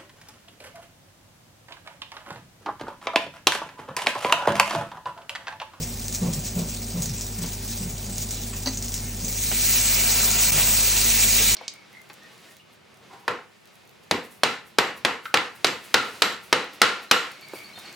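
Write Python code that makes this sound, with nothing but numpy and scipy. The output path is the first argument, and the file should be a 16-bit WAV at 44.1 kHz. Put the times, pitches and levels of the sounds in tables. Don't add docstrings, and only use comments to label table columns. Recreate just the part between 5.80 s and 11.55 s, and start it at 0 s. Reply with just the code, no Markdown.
import sys
import numpy as np
from scipy import signal
from scipy.fft import rfft, irfft
from scipy.io import wavfile
from scipy.ndimage import uniform_filter1d

SR = 44100
rng = np.random.default_rng(int(sys.argv[2]) if len(sys.argv) > 2 else 0)


def pcm_store(signal):
    levels = np.round(np.clip(np.atleast_2d(signal), -1, 1) * 32767)
    wavfile.write(sys.argv[1], SR, levels.astype(np.int16).T)


N = 253575
TIME, HZ = np.arange(N) / SR, np.fft.rfftfreq(N, 1 / SR)

# freq_hz, density_db
FAR_FRY = [(300, -40), (1000, -20), (1700, -12), (2400, -6), (3100, -8), (4500, -4), (6200, 0),
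           (7500, -1.2), (9500, -3), (11500, -1), (15000, 0)]
FIRST_FISH_DB = -34

# freq_hz, level_db_rms, waver_rad_rms
HUM = [(46.7, -38, 0.12), (100.4, -39.5, 0.54), (137.8, -53.5, 1.4), (224.4, -45.5, 2.08), (238, -48, 1.73),
       (388.6, -54.5, 0.6)]
# freq_hz, density_db
DRAUGHT = [(20, -20), (45, -13), (70, 1.5), (120, -4.5), (190, 0.5), (250, -5), (310, -8), (420, -9.5),
           (750, -12), (1100, -19), (2000, -22), (5000, -19)]
DRAUGHT_DB, HUM_WAVER_HZ = -38.5, 8.1
APPROACH_S, APPROACH_LENGTH_S, AWAY_DB, UNDER_HOOD_DB = 2, 2.9, -1.5, 3.5

# start_s, boom_db, pitch_hz, rustle_db, rebound_db
THUDS = [(-0.045, -34, 166, -38, -46), (0.409, -22.5, 179.6, -28, -33), (0.749, -24, 177.3, -31.5, -43),
         (1.137, -25.5, 173, -36, -29.5), (1.580, -31.5, 174, -41.5, -48), (1.996, -31, 184.2, -43, -46),
         (2.24, -36.5, 202, -49, -40), (3.418, -40, 169.6, -41.5, -57), (4.5, -39, 206, -47, -43),
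         (4.71, -33, 149, -48, -44)]
# freq_hz, density_db
THUD_RUSTLE = [(70, -12), (130, 2.5), (200, 3), (300, -12), (400, -6), (560, -7), (700, -16.5),
               (1000, -19.5), (1600, -30.5), (4000, -28.5)]
# freq_hz, level_db (against the boom), t60_s
HOLLOW = [(137.3, -8, 0.68), (168, -10, 0.51), (204, -16, 0.38)]
THUD_RISE_S, THUD_HOLD_S, THUD_T60_S = 0.014, 0.075, 0.14
THUD_SAG, THUD_ROUGH, JUDDER_HZ = .05, .27, 45
REBOUND_S, REBOUND_PITCH_RATIO = .125, .85

# start_s, length_s, level_db
FLARES = [(0, .06, -31), (0.625, 0.089, -31), (1.61, .035, -30), (1.87, 0.085, -31), (1.962, 0.033, -31),
          (2.39, 0.068, -28), (3.11, 0.073, -35), (3.833, 0.045, -25), (3.915, 0.044, -22),
          (4.584, 0.11, -20)]
# freq_hz, density_db
SPRAY = [(500, -30), (1700, -15), (3000, -9), (4500, -3), (6300, 3), (8000, -1), (10000, -3), (15000, -1)]
# start_s, snap_db, spray_db, snap_hz
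SPITS = [(0.2827, -2, -34, 10000), (0.3267, -6, -33, 5500), (0.3418, -11, -32, 6500),
         (0.3484, -1, -31, 7000), (0.3577, -9, -38, 7000), (0.5299, -9, -30, 9500), (0.5349, -9, -28, 5500),
         (0.7901, -14, -27, 6400), (0.8889, -16, -31.5, 6500), (0.9485, -8, -44, 9000),
         (1.1742, -15, -33, 6600), (1.2221, -3, -26, 7550), (1.2303, -9, -31, 7000),
         (1.2584, -8, -31, 5700), (1.411, -7, -34, 4970), (1.466, -18, -30, 6200), (1.661, -12, -34, 6000),
         (1.733, -20, -31, 5500), (1.8786, -14, -32, 7600), (2.359, -13, -36, 5000),
         (2.3824, -3, -32, 8000), (2.5088, -7, -26, 5700), (2.5451, -10, -39, 6600),
         (2.572, -12, -44, 7000), (2.973, -6, -36, 6500), (3.0253, -7, -28, 5500), (3.0832, -9, -33, 5700),
         (3.1203, -8, -32, 12000), (3.1416, -3, -25, 7000), (3.1647, -9, -35, 11000),
         (3.3472, -12, -37, 5600), (3.4832, -6, -31, 6000), (3.527, -6, -30, 9000), (4.1444, -1, -30, 7000),
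         (4.4441, 1, -31, 8000), (4.5042, -2, -23, 5500), (4.5146, 1, -25, 4800), (5.0087, 0, -30, 7000),
         (5.2145, 1, -30, 6500), (5.3023, -1, -30, 7000)]
SNAP_DECAY_CYCLES = 0.17
SPRAY_RISE_S, SPRAY_T60_S = 0.00054, 0.089
SMALL_SPITS_PER_S, SMALL_SNAP_DB, SMALL_SPRAY_DB = 12, -16, -30.5
SMALL_SPREAD_DB, SMALL_HZ = 11, 4500

# start_s, level_db, pitch_hz
SQUEAKS = [(1.412, -34.5, 5730), (2.945, -32, 6700), (2.972, -28, 6500), (3.446, -26.5, 6600),
           (5.582, -21.5, 2900)]
SQUEAK_HALF_WIDTH_HZ, SQUEAK_RISE_S, SQUEAK_T60_S = 620, 0.001, 0.11

# start_s, body_db, scrape_db, ring_db
CLACKS = [(1.636, -48, -37, -43), (2.73, -55, -39, -58), (2.8595, -44, -45, -27), (2.864, -38, -41, -39),
          (2.872, -33.5, -47, -24.5), (2.8756, -47, -49, -31)]
# freq_hz, level_db, t60_s
UTENSIL = [(4032, -1.5, .07), (4290, 1, 0.032), (4610, 2.5, 0.044), (4730, -5, .04), (5500, -10, .06),
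           (6000, -2, .06), (6315, -10, .12), (6400, -7, 0.065)]
# freq_hz, level_db, t60_s
RANGE_BODY = [(263, 5.5, 0.2), (572, 3.5, 0.073), (834, 1.5, 0.07), (968, 1, 0.064), (1250, -11, 0.046),
              (1396, -9, .04), (1950, -6.5, 0.1), (2875, -5, 0.06)]
# freq_hz, density_db
SCRAPE = [(100, -18), (450, -3), (1000, 2), (1700, 0), (3000, -1.5), (6000, -32), (12000, -25)]

# freq_hz, density_db
NEAR_FRY = [(300, -40), (1200, -20), (1800, -11), (2350, -4), (2750, -4.5), (3300, -8), (4200, -3.6),
            (5100, -5), (6200, -1.7), (7500, -2.3), (9500, -4), (11000, -1), (15000, 0)]
# freq_hz, density_db
BOIL = [(120, -13), (350, 0), (750, 2), (1200, -1), (1800, -2), (3000, -6), (8000, -42)]
TOUCH_S, LAY_S, LAY_CURVE = 3.31, 0.56, 1.16
SECOND_FISH_DB, HEATING_DB_PER_S = -17.5, 1.5
BOIL_PEAK_S, BOIL_PEAK_DB, WETTING_DB_PER_S, DRYING_DB_PER_S = 4.455, -35.5, 11.5, 3.5
FAT_GAIN_DB, FAT_CLUMP_DB = -12, 3
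COARSE_HZ, COARSE_LAG_S = 5000, 0.073

# start_s, rise_s, t60_s, push_db, smack_db
TOUCHES = [(3.7135, .003, .035, -36, -23), (3.723, .002, .06, -35, -31), (4.74, 0.038, 0.7, -40, -31),
           (4.775, .005, .07, -32, -26), (5.565, 0.043, 0.15, -36, -34)]
# freq_hz, density_db
PUSH = [(100, -9), (300, 0), (520, 5), (900, -7), (1500, -30), (4000, -35)]
# freq_hz, density_db
SMACK = [(200, -30), (600, -7), (880, 2), (1300, -3), (2000, -3.5), (2800, 1), (3600, -8), (8000, -7)]

# freq_hz, likeness_0_to_1
LIKENESS = [(200, .995), (400, .9), (850, .65), (1700, .98), (2300, .94), (3100, .3), (4000, .72),
            (4900, .35), (5450, .97), (7400, .97), (8900, .45), (9900, .88), (10500, .998), (13300, .998),
            (14100, .75), (15500, .6)]
# freq_hz, lead_rad
PORT_LEAD = [(2500, 0), (4000, .3), (5500, 0), (7700, -.12), (8700, -1.1), (9800, -2.9), (10500, -3.14),
             (13400, -3.14), (15700, -4.9)]
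DIP_S, DIP_LENGTH_S, DIP_DB = 4.707, 0.0105, -9
EDGE_HZ = 15800


def amp(db):
    return 10 ** (np.asarray(db) / 20)


def evened(x):
    return x / np.sqrt(np.mean(x ** 2) + 1e-20)


def ramp(start_s, length_s):
    return np.clip((TIME - start_s) / length_s, 0, 1)


def read(points, hz):
    f, value = np.transpose(points)
    return np.interp(np.log(hz + 1), np.log(f + 1), value)


def colour(x, spectrum):
    return irfft(rfft(x) * evened(amp(read(spectrum, HZ))), N)


def drift(hz):
    return evened(irfft(rfft(rng.standard_normal(N)) / (1 + (HZ / hz) ** 4), N))


def add(mix, s, sound):
    start = round(s * SR)
    sound = sound[:, max(-start, 0):]
    part = mix[:, max(start, 0):][:, :sound.shape[1]]
    part += sound[:, :part.shape[1]]


def kitchen(x, wet_db, t60):
    t = np.arange(SR // 2) / SR
    tail = rng.standard_normal((2, len(t))) * amp(-60 * t / t60) * (t > .002)
    tail /= np.linalg.norm(tail[0])
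    return x + amp(wet_db) * signal.fftconvolve(x, tail, axes=1)[:, :N]


def bubbles(per_s, spread_db, largest_db):
    size = amp(np.minimum(spread_db * rng.exponential(1, (2, N)), largest_db))
    sign = rng.choice([-1, 1], (2, N))
    return evened(size * sign * (rng.random((2, N)) < per_s / SR))


def flutter(x, patchy_db):
    z = signal.stft(x, nperseg=512)[2]
    patches = uniform_filter1d(rng.standard_normal(z.shape[1:]), size=14, axis=0)
    patches = evened(uniform_filter1d(patches, size=7, axis=1))
    return signal.istft(z * amp(patchy_db * patches), nperseg=512)[1][:, :N]


def ring(modes, t):
    sound = sum(amp(db - 60 * t / t60) * np.sin(2 * np.pi * (hz * t + rng.random((2, 1))))
                for hz, db, t60 in modes)
    return sound * np.minimum(t / 0.00067, 1)


def first_fish():
    crackle = bubbles(per_s=6000, spread_db=3.5, largest_db=20) * amp(1.5 * drift(hz=30))
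    fry = flutter(kitchen(crackle, wet_db=-6, t60=0.15), patchy_db=2.4)
    ticks = bubbles(per_s=58, spread_db=7, largest_db=-8) * [[1], [0]]
    return amp(FIRST_FISH_DB) * evened(colour(fry + amp(-11.5) * ticks, FAR_FRY))


def extractor():
    out = amp(DRAUGHT_DB) * colour(rng.standard_normal((2, N)), DRAUGHT)
    tones = [amp(db) * np.sqrt(2) * np.sin(2 * np.pi * hz * TIME + waver * drift(HUM_WAVER_HZ))
             for hz, db, waver in HUM]
    near_db = AWAY_DB + (UNDER_HOOD_DB - AWAY_DB) * ramp(APPROACH_S, APPROACH_LENGTH_S)
    out[0] += tones[0] * amp(near_db) + sum(tones[1:])
    return out


def thuds():
    boom, rustle, t = np.zeros((2, N)), np.zeros((2, N)), np.arange(SR // 2) / SR
    push = np.minimum(t / THUD_RISE_S, 1) * amp(-60 * np.maximum(t - THUD_HOLD_S, 0) / THUD_T60_S)
    onset = np.minimum(t / THUD_HOLD_S, 1)
    phase_per_hz = 2 * np.pi * np.cumsum(1 + THUD_SAG * (1 - 2 * onset)) / SR
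    judder = (drift(hz=JUDDER_HZ) + 1j * drift(hz=JUDDER_HZ)) / np.sqrt(2)
    for s, db, hz, rustle_db, rebound_db in THUDS:
        drag = np.roll(judder, -round(s * SR))[:len(t)]
        bump = (np.sqrt(1 - THUD_ROUGH ** 2) + THUD_ROUGH * drag) * np.exp(1j * hz * phase_per_hz)
        rumble = drag[::-1] * np.exp(2j * np.pi * hz * REBOUND_PITCH_RATIO * t)
        add(boom, s, amp(db) * push * bump.imag * [[1], [0]])
        add(boom, s, amp(db) * ring(HOLLOW, t) * onset * [[1], [0]])
        add(boom, s + REBOUND_S, amp(rebound_db) * push * rumble.imag * [[1], [0]])
        add(rustle, s, amp(rustle_db) * np.array([push, push]))
    noise = colour(rng.standard_normal((2, N)), THUD_RUSTLE)
    return kitchen(boom, wet_db=-27, t60=0.19) + kitchen(rustle * noise, wet_db=-5, t60=0.75)


def flares():
    swell = sum(amp(db) * np.sin(np.pi * ramp(s, length)) for s, length, db in FLARES)
    fizz = flutter(bubbles(per_s=5800, spread_db=-0.5, largest_db=12), patchy_db=-2.0)
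    return swell * colour(fizz, SPRAY)


def spits():
    out, t = np.zeros((2, N)), np.arange(SR // 5) / SR
    droplets = flutter(bubbles(per_s=12000, spread_db=2.0, largest_db=12), patchy_db=2.0)
    fade = np.minimum(t / SPRAY_RISE_S, 1) * amp(-60 * t / SPRAY_T60_S)
    small = []
    for k, (when, weak, high) in enumerate(rng.random(size=(90, 3))):
        weaker_db = SMALL_SPREAD_DB * weak
        small.append(((k + when) / SMALL_SPITS_PER_S, SMALL_SNAP_DB - weaker_db,
                      SMALL_SPRAY_DB - weaker_db, SMALL_HZ * 2 ** high))
    for s, snap_db, spray_db, hz in list(SPITS) + small:
        snap = np.exp(-hz * t / SNAP_DECAY_CYCLES) * np.cos(2 * np.pi * hz * t) * [[1], [0]]
        spray = np.roll(droplets, -round(s * SR), axis=1)[:, :len(t)]
        add(out, s, amp(snap_db) * snap + amp(spray_db) * fade * spray)
    return kitchen(colour(out, SPRAY), wet_db=-7, t60=0.2)


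def squeaks():
    out, t = np.zeros((2, N)), np.arange(SR // 6) / SR
    fade = np.minimum(t / SQUEAK_RISE_S, 1) * amp(-60 * t / SQUEAK_T60_S)
    for s, db, hz in SQUEAKS:
        edges_hz = [hz - SQUEAK_HALF_WIDTH_HZ, hz + SQUEAK_HALF_WIDTH_HZ]
        band = signal.butter(2, edges_hz, "bandpass", fs=SR, output="sos")
        whistle = evened(signal.sosfilt(band, rng.standard_normal((2, len(t)))))
        add(out, s, amp(db) * fade * whistle)
    return out


def clacks():
    out, t = np.zeros((2, N)), np.arange(SR // 3) / SR
    rasp = colour(rng.standard_normal((2, N)), SCRAPE)
    for s, body_db, scrape_db, ring_db in CLACKS:
        scrape = np.roll(rasp, -round(s * SR), axis=1)[:, :len(t)] * amp(-60 * t / 0.11)
        tick = rng.standard_normal((2, len(t))) * amp(-60 * t / 0.016)
        add(out, s, amp(body_db) * ring(RANGE_BODY, t) + amp(scrape_db) * scrape)
        add(out, s, amp(ring_db) * (ring(UTENSIL, t) + amp(-1) * tick))
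    return kitchen(out, wet_db=-5.0, t60=0.15)


def second_fish():
    contact = ramp(TOUCH_S, LAY_S) ** LAY_CURVE
    late_contact = ramp(TOUCH_S + COARSE_LAG_S, LAY_S) ** LAY_CURVE
    fry_db = SECOND_FISH_DB + HEATING_DB_PER_S * (TIME - TOUCH_S - LAY_S)
    after_peak_s = TIME - BOIL_PEAK_S
    boil_db = BOIL_PEAK_DB + np.minimum(WETTING_DB_PER_S * after_peak_s, -DRYING_DB_PER_S * after_peak_s)

    fizz = bubbles(per_s=22000, spread_db=2.4, largest_db=13) * amp(0.82 * drift(hz=26.1))
    fizz = flutter(kitchen(fizz, wet_db=-10.0, t60=0.13), patchy_db=1.86)
    clumps = amp(FAT_CLUMP_DB * np.minimum(drift(hz=9), 1))
    fat = evened(bubbles(per_s=260, spread_db=4, largest_db=6) * clumps)
    boil = kitchen(bubbles(per_s=2500, spread_db=2.5, largest_db=17.5), wet_db=-5.0, t60=0.2)
    boil = evened(colour(boil, BOIL))

    fry = evened(colour(fizz + amp(FAT_GAIN_DB) * fat, NEAR_FRY))
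    coarse = irfft(rfft(fry) / (1 + (HZ / COARSE_HZ) ** 8), N)
    hiss = amp(fry_db) * (contact * (fry - coarse) + late_contact * coarse)
    return hiss + late_contact * amp(boil_db) * boil


def touches():
    push = colour(rng.standard_normal((2, N)), PUSH)
    smack = colour(bubbles(per_s=3400, spread_db=2.0, largest_db=9), SMACK)
    out = np.zeros((2, N))
    for s, rise, t60, push_db, smack_db in TOUCHES:
        envelope = ramp(s, rise) * amp(-60 * np.maximum(TIME - s - rise, 0) / t60)
        out += envelope * (amp(push_db) * push + amp(smack_db) * smack)
    return out


def ports(x):
    same = np.clip(read(LIKENESS, HZ), -1, 1)
    shared, opposed = rfft(x) * np.sqrt([(1 + same) / 2, (1 - same) / 2])
    left = shared + opposed
    right = (shared - opposed) * np.exp(-1j * read(PORT_LEAD, HZ))
    return irfft(np.array([left, right]), N)


def scene():
    grill = first_fish() + second_fish() + spits() + flares() + squeaks() + touches()
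    return ports(grill + thuds() + clacks() + extractor())


def record(dry):
    dip = ramp(DIP_S, .002) - ramp(DIP_S + DIP_LENGTH_S, 0.0019)
    edge = signal.firwin(1023, EDGE_HZ, window=("kaiser", 9), fs=SR)
    return signal.oaconvolve(dry * amp(DIP_DB * dip), edge[None], "same", axes=1)


dry = scene()
out = record(dry)
pcm_store(out)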